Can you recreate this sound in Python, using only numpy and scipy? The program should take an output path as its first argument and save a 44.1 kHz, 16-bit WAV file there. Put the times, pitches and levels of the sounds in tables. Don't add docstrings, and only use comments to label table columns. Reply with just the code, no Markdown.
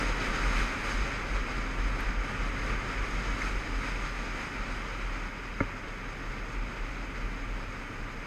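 import sys
import numpy as np
from scipy import signal
from scipy.fft import rfft, irfft, next_fast_len
from scipy.io import wavfile
from scipy.ndimage import uniform_filter1d, map_coordinates

SR = 44100
rng = np.random.default_rng(int(sys.argv[2]) if len(sys.argv) > 2 else 0)


def generate_wav(signal):
    frames = np.transpose(np.atleast_2d(signal))
    scaled = np.clip(frames, -1, 1) * 32767
    pcm = np.round(scaled).astype(np.int16)
    wavfile.write(sys.argv[1], SR, pcm)


N = 364266


def amp(db):
    return 10 ** (np.asarray(db) / 20)


def unit(x):
    return x / np.sqrt(np.mean(x ** 2) + 1e-20)


def level_at(points, hz):
    freqs, levels = np.transpose(points)
    return np.interp(np.log(hz + 1), np.log(freqs + 1), levels)


def curves(rows):
    times, *columns = np.transpose(rows)
    return [np.interp(np.arange(N) / SR, times, column) for column in columns]


def swells(rows):
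    t = np.arange(N) / SR
    return sum(height * np.exp(-(2 * (t - peak) / length) ** 2) for peak, length, height in rows)


def wobble(rate):
    return map_coordinates(rng.standard_normal(int(N * rate / SR) + 4), [np.arange(N) * rate / SR])


def filtered(x, response):
    size = next_fast_len(N + SR // 2)
    return irfft(rfft(x, size) * response(np.fft.rfftfreq(size, 1 / SR)), size)[:N]


def shaped_noise(shape):
    return unit(filtered(rng.standard_normal(N), lambda hz: amp(level_at(shape, hz))))


# (frequency [Hz], relative level [dB])
ELECTRONICS_SHAPE = [(100, -12), (3000, 2.5), (9000, -11), (12000, -11), (14000, -12), (15500, -20)]

def electronics():
    return amp(-66.0) * shaped_noise(ELECTRONICS_SHAPE)


# (time [s], four-stroke cycles [per s], level [dB])
ENGINE_RUN = [(0, 24.5, -54), (1, 24.7, -52), (2, 24.8, -51), (3, 24.9, -51), (3.8, 25, -53),
              (4.5, 25.3, -58), (5.5, 25.7, -57), (6.3, 25.8, -52), (7, 25.6, -51), (7.7, 25.5, -52),
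              (8.26, 25.6, -53)]
# (multiple of the cycle rate, relative level [dB])
ENGINE_TONES = [(3, -26), (4, -2), (5, -4.5), (7, -9.5), (10, -10.5), (11, -10.5)]

def engine():
    cycle_hz, level_db = curves(ENGINE_RUN)
    phase = 2 * np.pi * np.cumsum(cycle_hz) / SR + 0.21 * wobble(6)
    hum = sum(amp(tone_db + 2.1 * wobble(5)) * np.sqrt(2) * np.sin(multiple * phase)
              for multiple, tone_db in ENGINE_TONES)
    return amp(level_db) * hum


# (pitch [Hz], width [Hz], wind boost [dB],
# strength when hit [dB], time to fade by 60 dB [s])
CASE_RESONANCES = [(98, 17, 1.5, 3, 0.11), (192, 42, -0.5, -3, .05), (274, 28, 5.5, 3.5, 0.078),
                   (427, 70, 1, -4, 0.1), (548, 43, 3, 4, 0.048), (932, 150, 3.5, -6.5, 0.053),
                   (1188, 102, 3.5, -3, 0.04), (1382, 260, 4.5, 6, 0.027), (1717, 180, -2.5, -0.5, 0.036),
                   (2126, 250, 1, 8, 0.025), (2546, 310, 3, -14, 0.025), (3050, 150, 4.5, -22, 0.024),
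                   (3896, 160, 4.5, -12, 0.016), (4610, 120, 5.5, -20, .015), (4967, 165, 6, -25, .015),
                   (5090, 220, 6, -25, .015), (6180, 300, -1, -13, 0.015), (6457, 360, 10, -22, .012),
                   (8260, 440, 5, -28, .01), (11400, 1200, 3, -26, 0.0055), (13300, 650, 3, -37, .005)]
# (time [s], strength [dB], centre pitch [Hz], spread [octaves], contact [s])
HITS = [(2.0062, -11, 12500, 0.45, .0004), (3.4172, -24.5, 2300, 0.5, 0.0018),
        (3.419, -21, 5900, 0.43, 0.0011), (5.6034, -22.5, 1300, 1.22, 0.0018),
        (5.6066, -22, 200, 1.4, 0.0015)]

def case_hits():
    track = np.zeros(N + SR)
    t = np.arange(SR // 5) / SR
    for start, hit_db, centre_hz, spread, contact in HITS:
        ring = 0
        for k, (hz, _, _, ring_db, fade_time) in enumerate(CASE_RESONANCES):
            off_centre_db = -6 * (np.log2(hz / centre_hz) / spread) ** 2
            fade = amp(ring_db + off_centre_db - 60 * t / fade_time)
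            ring += (-1) ** k * fade * np.sin(2 * np.pi * hz * t)
        rise = 1 - np.exp(-(t / contact) ** 2)
        track[round(start * SR):][:len(t)] += amp(hit_db) * rise * ring
    return track[:N]


# (time [s], pitch [Hz], level between shoves [dB])
MOUNT_TREND = [(0, 40, -36), (0.5, 41.97, -41.5), (0.8, 39.9, -43), (1.1, 43.64, -38), (1.5, 40.64, -41),
               (2.0, 42.47, -36), (2.4, 40.44, -40.5), (3.2, 44.95, -41.5), (3.65, 44.3, -48),
               (3.95, 40, -36), (4.5, 44, -46), (5.0, 38.43, -38.5), (5.4, 41.7, -43.5), (5.8, 38, -44.5),
               (6.5, 38.83, -43.5), (7.0, 41, -40), (7.6, 39.7, -44.5), (7.85, 33, -44.5),
               (8.26, 34.7, -47)]
# (peak time [s], length [s], level [dB])
SHOVES = [(0.096, 0.067, -31.5), (0.32, 0.063, -35), (0.467, 0.11, -30), (0.603, 0.11, -29.5),
          (0.887, 0.034, -34), (0.998, .12, -30.5), (1.364, 0.098, -31.5), (1.588, .1, -39.5),
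          (1.852, 0.24, -34), (2.085, 0.056, -31.5), (2.186, 0.058, -31.5), (2.45, 0.11, -32),
          (2.632, .06, -35), (2.75, 0.1, -32), (3.012, 0.082, -38), (3.16, .08, -37), (3.31, 0.078, -32.5),
          (3.466, 0.074, -31.5), (3.569, .06, -33), (3.762, 0.093, -33), (3.93, 0.13, -40),
          (4.171, 0.07, -40), (4.321, 0.066, -44), (4.602, .06, -37), (4.70, 0.061, -36.5),
          (5.062, .08, -37), (5.24, 0.098, -45), (5.632, 0.078, -39), (6.289, .1, -40), (6.43, 0.063, -38),
          (6.60, 0.088, -35), (6.82, 0.082, -40), (7.23, .12, -36.5), (7.54, .2, -37), (8.02, .1, -42),
          (8.167, 0.074, -42)]
# (frequency [Hz], relative level [dB])
THUD_SHAPE = [(8, -48), (15, -10), (27, 4.5), (40, -9.5), (52, -2), (66, -16.5), (90, -42), (200, -120)]

def mount_shake():
    hz, calm_db = curves(MOUNT_TREND)
    shoves = swells([(peak, length, amp(db)) for peak, length, db in SHOVES])
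    swing = amp(calm_db + 2.3 * wobble(13)) + shoves
    flutter = amp(1.5 * wobble(45))
    phase = 2 * np.pi * np.cumsum(hz + 2.546 * wobble(30)) / SR
    tone = np.sqrt(2) * flutter * np.sin(phase)
    average_swing = uniform_filter1d(swing, size=SR // 2)
    thud_gain = amp(-8.5) * average_swing * (swing / average_swing) ** 0.25
    return swing * tone + thud_gain * shaped_noise(THUD_SHAPE)


def case_boost_db(hz):
    return sum(boost_db / (1 + (2 * (hz - pitch) / width) ** 2)
               for pitch, width, boost_db, *_ in CASE_RESONANCES)


def air_noise(shape, patchy_db):
    grid = signal.stft(rng.standard_normal(N), nperseg=512)[2]
    patches = uniform_filter1d(rng.standard_normal(grid.shape), size=8, axis=0)
    patches = uniform_filter1d(patches, size=8, axis=1)
    noise = signal.istft(grid * amp(patchy_db * unit(patches)), nperseg=512)[1][:N]
    return unit(filtered(noise, lambda hz: amp(level_at(shape, hz) + case_boost_db(hz))))


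# (time [s], rumble [dB], rush [dB], hiss [dB])
WIND_LEVELS = [(0, -36, -34.5, -45.5), (0.6, -38.5, -35, -46.5), (1.0, -39, -36.5, -48.5),
               (1.3, -40.5, -38.5, -51.5), (2.2, -40, -38, -51.5), (3.0, -41, -38.5, -51.5),
               (3.5, -40.5, -39, -50.5), (4.1, -42, -39.5, -51.5), (5.0, -42, -40, -53.5),
               (5.3, -43.5, -42, -56), (5.6, -44.5, -43.5, -57.5), (7.0, -43.5, -43, -56.5),
               (8.26, -45.5, -44, -58)]
# (peak time [s], length [s], change in hiss [dB])
GUSTS_AND_LULLS = [(0.16, 0.087, -1.5), (0.58, 0.16, 2), (0.79, 0.18, -2.5), (0.90, 0.11, 3.5),
                   (1.01, 0.075, 1), (1.36, .08, 2), (1.44, .07, -1), (2.17, 0.079, -3),
                   (2.53, 0.091, -0.5), (2.68, .12, 2), (2.80, .08, -1), (2.91, .08, 3), (3.24, 0.21, 2),
                   (3.46, 0.12, 4), (3.65, .12, -1), (3.88, 0.081, 3.5), (4.05, 0.072, 2.5),
                   (4.15, .1, 0.5), (4.42, .1, 2)]
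# (frequency [Hz], relative level [dB])
RUMBLE_SHAPE = [(20, -45), (50, -26.5), (70, 1.5), (130, -1), (220, 0), (330, -4), (500, -6), (700, -11.5),
                (1100, -14), (2500, -27), (5000, -120)]
RUSH_SHAPE = [(200, -120), (500, -21.5), (800, -8), (1080, -7), (1180, -2), (1400, -2), (1700, 0.5),
              (2300, -1), (2750, -10), (3500, -18), (7000, -120)]
HISS_SHAPE = [(1200, -120), (2400, -22), (3000, -4.5), (3700, -2.5), (4300, -4.5), (5600, -7),
              (7000, -10.5), (7800, -13.5), (8800, -24.5), (11000, -41), (15500, -120)]
FIZZ_SHAPE = [(5000, -120), (7600, -9), (8400, 0.5), (9200, -3), (11000, -6.5), (13000, -14), (15500, -22)]

def wind():
    rumble_db, rush_db, hiss_db = curves(WIND_LEVELS)
    gust_db = swells(GUSTS_AND_LULLS) + 0.53 * wobble(12)
    swirl = wobble(60)
    rumble_db += 0.52 * gust_db + 0.54 * swirl + 0.22 * wobble(25)
    rumble = amp(rumble_db) * air_noise(RUMBLE_SHAPE, patchy_db=0.38)
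    rush_db += 0.59 * gust_db + 0.42 * swirl + 0.31 * wobble(10)
    rush = amp(rush_db) * air_noise(RUSH_SHAPE, patchy_db=0.4)
    hiss_db += gust_db
    hiss = amp(hiss_db + 0.5 * swirl + 0.49 * wobble(25)) * air_noise(HISS_SHAPE, patchy_db=0.57)
    fizz_db = -67.5 + 1.2 * (hiss_db + 50.5) + 0.5 * swirl + 0.7 * wobble(11)
    fizz = amp(fizz_db) * air_noise(FIZZ_SHAPE, patchy_db=1.2)
    return rumble + rush + hiss + fizz


def scene():
    return (mount_shake() + wind() + engine() + case_hits() + electronics())[None]


def record(dry):
    top_hz = 15270
    return filtered(dry[0], lambda hz: hz < top_hz)[None]


dry = scene()
out = record(dry)
generate_wav(out)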